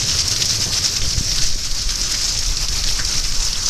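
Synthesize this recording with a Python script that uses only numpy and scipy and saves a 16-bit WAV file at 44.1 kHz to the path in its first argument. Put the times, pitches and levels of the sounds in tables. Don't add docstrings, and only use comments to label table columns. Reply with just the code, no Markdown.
import sys
import numpy as np
from scipy import signal
from scipy.fft import rfft, irfft
from scipy.io import wavfile
from scipy.ndimage import uniform_filter1d

SR = 44100
rng = np.random.default_rng(int(sys.argv[2]) if len(sys.argv) > 2 else 0)


def digitize_waveform(pressure):
    field = np.atleast_2d(pressure).T
    bounded = np.clip(field, -1, 1)
    quanta = np.round(bounded * 32767).astype(np.int16)
    wavfile.write(sys.argv[1], SR, quanta)


def attenuation_scalar(level_db):
    decades = np.asarray(level_db, float) / 20
    return 10 ** decades


N = 162729

SPRAY_T60_S = 0.19
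WALL_NEAR_S, WALL_FAR_S, WALL_DB = 0.0024, 0.0034, -2


def evened(x):
    return x / np.sqrt(np.mean(x ** 2) + 1e-20)


def curve(rows):
    s, value = np.transpose(rows)
    return np.interp(np.arange(N) / SR, s, value)


def read(points, hz):
    f, value = np.transpose(points)
    return np.interp(np.log(hz + 1), np.log(f + 1), value)


def add(mix, s, sound):
    part = mix[max(round(s * SR), 0):][:len(sound)]
    part += sound[:len(part)]


def coloured(x, points):
    hz = abs(np.fft.fftfreq(4096, 1 / SR))
    log_gain = np.log(attenuation_scalar(np.maximum(read(points, hz), -100)))
    phase = -signal.hilbert(log_gain).imag
    taps = np.fft.ifft(np.exp(log_gain + 1j * phase)).real[:2048]
    return signal.oaconvolve(x, taps / np.linalg.norm(taps))[:len(x)]


def noise(points):
    spectrum = rfft(rng.standard_normal(N))
    return evened(irfft(spectrum * attenuation_scalar(read(points, np.fft.rfftfreq(N, 1 / SR))), N))


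def clicks(per_s, spread_db, size):
    when, how, sign = rng.random((size, 3)).T
    height_db = spread_db * np.minimum(-np.log(how + 1e-9), 3.0)
    return (when < per_s / SR) * attenuation_scalar(height_db) * np.sign(sign - 0.5)


def grain(hz, cycles):
    cycles = max(cycles, 0.3)
    turns = np.arange(0, 6 * cycles, hz / SR)
    g = np.sin(2 * np.pi * turns) * np.exp(-turns / cycles)
    return g / np.linalg.norm(g)


def wall_lag(size):
    nearer = rng.random(size) ** 2
    return (SR * (WALL_FAR_S - (WALL_FAR_S - WALL_NEAR_S) * nearer)).astype(int)


def grains(train, count=16):
    kind = rng.integers(0, count, len(train))
    at = np.arange(len(train))
    sorted_train = np.zeros((count, len(train) + SR // 10))
    np.add.at(sorted_train, (kind, at), train)
    np.add.at(sorted_train, (kind, at + wall_lag(len(train))), attenuation_scalar(WALL_DB) * train)
    out = 0
    for k, hz in enumerate(np.geomspace(880, 12740, count)):
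        drop = grain(hz, cycles=1.26) * np.sqrt(hz)
        out = out + signal.oaconvolve(sorted_train[k], drop)[:len(train)]
    return out


# start_s, level_db
POUR_LEVEL = [(0.0, -21), (0.88, -21), (1.08, -25), (1.35, -21), (1.5, -24), (1.64, -27), (1.92, -24),
              (2.15, -19.5), (2.5, -25), (2.85, -22.5), (3.12, -22.5), (3.47, -23), (3.69, -21)]
# pitch_hz, level_db (per Hz)
FAR_RAIN_COLOUR = [(88, -54), (150, -9.5), (251, -13), (748, -18.5), (1160, -13), (1800, -13),
                   (3520, -12.5), (5360, 1.5), (6130, -2), (10100, -25.5), (11500, -21.5), (13700, -25.5),
                   (14500, -57)]


def wash():
    offset_db, patch_db, follow = -2, 2.5, 0.6
    _, _, z = signal.stft(noise(FAR_RAIN_COLOUR), SR, nperseg=512)
    patches = uniform_filter1d(rng.standard_normal(z.shape), 8, 0)
    patches = evened(uniform_filter1d(patches, 10, 1))
    hiss = signal.istft(z * attenuation_scalar(patch_db * patches), SR, nperseg=512)[1][:N]
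    pour_db = curve(POUR_LEVEL)
    usual_db = pour_db.mean()
    return attenuation_scalar(offset_db + usual_db + follow * (pour_db - usual_db)) * evened(hiss)


# pitch_hz, level_db (per Hz)
NEAR_WATER_COLOUR = [(150, -38), (250, -17), (729, -17.5), (1020, -22.5), (1320, -16.5), (1820, -16),
                     (3540, -9), (5320, 1), (6100, -2), (9480, -19.5), (11400, -23), (13100, -32),
                     (14500, -35.5)]


def near_water():
    drops_db, drops_per_s, drop_spread_db = -4.5, 1500, 3
    splash_db, splashes_per_s, splash_spread_db = -5, 110, 1.3
    splash_s, spray_per_s, spray_spread_db = 0.0048, 1500, 4.0
    t = np.arange(0, 0.08, 1 / SR)
    swell = np.exp(-(t / splash_s - 2) ** 2)
    tail = 0.45 * attenuation_scalar(-60 * abs(t - 2 * splash_s) / SPRAY_T60_S)
    landings = abs(clicks(splashes_per_s, splash_spread_db, size=N))
    blobs = signal.oaconvolve(landings, swell + tail)[:N]
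    drop_hits = clicks(drops_per_s, drop_spread_db, size=N)
    spray_hits = blobs * clicks(spray_per_s, spray_spread_db, size=N)
    drops = evened(coloured(grains(drop_hits), NEAR_WATER_COLOUR))
    spray = evened(coloured(grains(spray_hits), NEAR_WATER_COLOUR))
    return attenuation_scalar(curve(POUR_LEVEL)) * (attenuation_scalar(drops_db) * drops + attenuation_scalar(splash_db) * spray)


# start_s, level_db
WIND_LEVEL = [(0.0, -32), (0.9, -32), (1.45, -21.5), (2.2, -26), (2.6, -20), (3.1, -23), (3.45, -20),
              (3.69, -25)]
# pitch_hz, level_db (per Hz)
WIND_LUMP_COLOUR = [(1.5, -60), (4, -0.5), (12, -1.5), (25, -2.5), (51, -12), (86, -30), (150, -38),
                    (400, -54), (800, -100)]
# centre_s, level_db (of the push before its pull), width_s
WIND_KNOCKS = [(0.601, -21, 0.00075), (1.025, -10.5, .012), (1.08, -12.5, 0.0026), (1.18, -7, 0.0022),
               (1.21, -9.5, 0.0014), (1.447, -9, 0.02), (1.546, -9, 0.013), (1.559, -20, 0.00063),
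               (1.724, -9, 0.017), (1.866, -11, 0.0078), (2.509, -11, 0.0055), (2.779, -21, 0.002),
               (2.891, -10.5, 0.016), (3.389, -5.5, 0.012)]


def wind():
    steadiness, skew = 0.5, 0.098
    lumps = noise(WIND_LUMP_COLOUR)
    swing = np.sqrt(abs(uniform_filter1d(lumps ** 2, 5000)) + 0.02)
    lumps = evened(lumps / swing ** steadiness)
    out = attenuation_scalar(curve(WIND_LEVEL)) * evened(lumps + skew * (lumps ** 2 - 1))
    for s, level_db, width in WIND_KNOCKS:
        u = np.arange(-4, 7, 1 / (width * SR))
        push = np.exp(-u ** 2)
        pull = np.exp(-((u - 2) / 2) ** 2) / 2
        add(out, s - 4 * width, attenuation_scalar(level_db) * (push - pull))
    return out


# start_s, level_db
RUMBLE_LEVEL = [(0.0, -29.5), (1.3, -31.5), (2.0, -38.5), (2.6, -34), (3.69, -39)]
# pitch_hz, level_db (per Hz)
RUMBLE_TONE = [(26, -48), (45, -43), (59, -29), (74, 3.5), (97, 2), (145, -2.5), (215, -13), (442, -17.5),
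               (700, -23), (910, -68)]


def rumble():
    lumps_db = 2 * noise([(2, -5.5), (8, 8.0), (25, -16), (60, -60)])
    return attenuation_scalar(curve(RUMBLE_LEVEL)) * evened(attenuation_scalar(lumps_db) * noise(RUMBLE_TONE))


# (tilt at 9500 Hz, before a common 13 dB lift)
SHEET_SLAPS = [(0.0942, 0, -14, -67), (0.114, 0.5, -14, -43), (0.16, -4, -25, -5), (0.192, 1, -23, -29),
               (0.2798, 2.5, -37, -13), (0.3625, 4, -12, -36), (0.4212, 5, -9, -27), (0.456, 2, -19, -17),
               (0.4996, -1, -23, -36), (0.603, -2, -36, -32), (0.7347, 0.5, -10, -31),
               (0.8595, 2, -14, -29), (0.9652, -0.5, -13, -30), (1.0177, 0.5, -11, -22),
               (1.09, -5, -35, -30), (1.1056, -3, -7, -30), (1.3164, 3, -4, -32), (1.3583, -2, -26, -13),
               (1.3856, 0.5, -8, -24), (1.4194, -2, -13, -27), (1.4671, -0.5, -26, -12),
               (1.7136, -2.5, -29, -13), (1.748, -4.5, -18, -15), (1.8172, 0, -18, -20),
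               (1.8911, 0.5, -14, -21), (1.957, 3, -17, -20), (2.0147, 0, -18, -15), (2.15, -0.5, -24, -17),
               (2.2436, 2, -30, -19), (2.2797, -5, -30, -32), (2.376, 0, -36, -14), (2.389, 1.5, -32, -14),
               (2.4482, -7, -30, -31), (2.57, 2, -13, -17), (2.6848, 1, -20, -19), (2.7905, -4, -20, -22),
               (2.839, 2.5, -18, -22), (2.875, -1.5, -17, -36), (2.8887, 0, -13, -27),
               (2.993, -0.5, -7, -22), (3.0498, 2.5, -17, -11), (3.1782, -2, -40, -21),
               (3.3224, -2, -4, -28), (3.4488, -5, -35, -12), (3.5299, 2, -22, -16), (3.66, 3, -57, -29),
               (3.6868, 5, -38, -27)]


def slap(s, peak_db, low_db, high_db):
    lead = 200
    smack_s = 0.0003
    rise_s, fall_s = 0.004, 0.0083
    t = (np.arange(1800) - lead) / SR
    swell = np.exp(-((t - 0.002) / np.where(t < 0.002, rise_s, fall_s)) ** 2)
    tail = 0.29 * (t > 0) * attenuation_scalar(-60 * abs(t) / SPRAY_T60_S)
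    impact = 0.17 * clicks(2500, 3.14, size=len(t)) * (swell + tail)
    smack = slice(lead, lead + 30)
    impact[smack] += rng.standard_normal(30) * np.exp(-t[smack] / smack_s)
    impact = impact + attenuation_scalar(WALL_DB) * np.roll(impact, wall_lag(1)[0])
    tilt = [(900, low_db), (2500, low_db + 16.5), (4500, 0), (7000, 0), (9500, high_db + 13)]
    sound = coloured(impact, [(f, db + read(tilt, f)) for f, db in NEAR_WATER_COLOUR])
    return s - lead / SR, attenuation_scalar(peak_db - 6.5) * sound / abs(sound).max()


# start_s, level_db, pitch_hz (at the start), t60_s, roughness (0-1), climb_per_s (1/s)
BUBBLE_PLOPS = [(0.657, -28.5, 363, 2.3, .6, 18), (2.989, -20, 1690, 0.17, 0.95, 0.091),
                (3.556, -9.5, 3400, 0.008, 0, 1.7), (3.68, -18, 1350, 0.015, 0.04, 1.5)]


def plop(s, level_db, hz, t60, rough, climb):
    t = np.arange(4000) / SR
    flutter = evened(uniform_filter1d(rng.standard_normal(len(t)), 55))
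    attack = np.minimum(t / 0.00068, 1)
    burst = 8 * (1.15 - climb * t)
    ending = np.clip(np.minimum(burst, (t[-1] - t) / 0.01), 0, 1)
    turns = np.cumsum(hz * np.exp((climb * t) ** 2)) / SR
    ring = (1 - rough + rough * flutter) * np.sin(2 * np.pi * turns)
    return s, attenuation_scalar(level_db - 60 * t / t60) * attack * ending * ring


def scene():
    surge_db = 1.34 * noise([(1, -65), (3, 3.0), (10, 5), (25, -13), (60, -70)])
    mix = attenuation_scalar(surge_db) * (wash() + near_water()) + wind() + rumble()
    for row in SHEET_SLAPS:
        add(mix, *slap(*row))
    for row in BUBBLE_PLOPS:
        add(mix, *plop(*row))
    return mix[None]


def band_limit(x):
    return signal.sosfilt(signal.butter(12, 14760, fs=SR, output="sos"), x)


def record(dry):
    knee_db, squeeze = -17, 0.21
    reading_fall_db_per_s = 5.5
    power_db = 10 * np.log10(abs(uniform_filter1d(dry[0] ** 2, 1300)) + 1e-12)
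    fall = np.arange(N) * reading_fall_db_per_s / SR
    held_db = np.maximum.accumulate(power_db + fall) - fall
    over_db = np.maximum(held_db - knee_db, 0)
    ducked = dry / attenuation_scalar(squeeze * uniform_filter1d(over_db, 400))
    low_pass = signal.firwin(255, 14450, fs=SR)[None]
    mix = signal.oaconvolve(np.clip(ducked, -0.88, 0.88), low_pass, "same")
    return band_limit(mix)


dry = scene()
out = record(dry)
digitize_waveform(out)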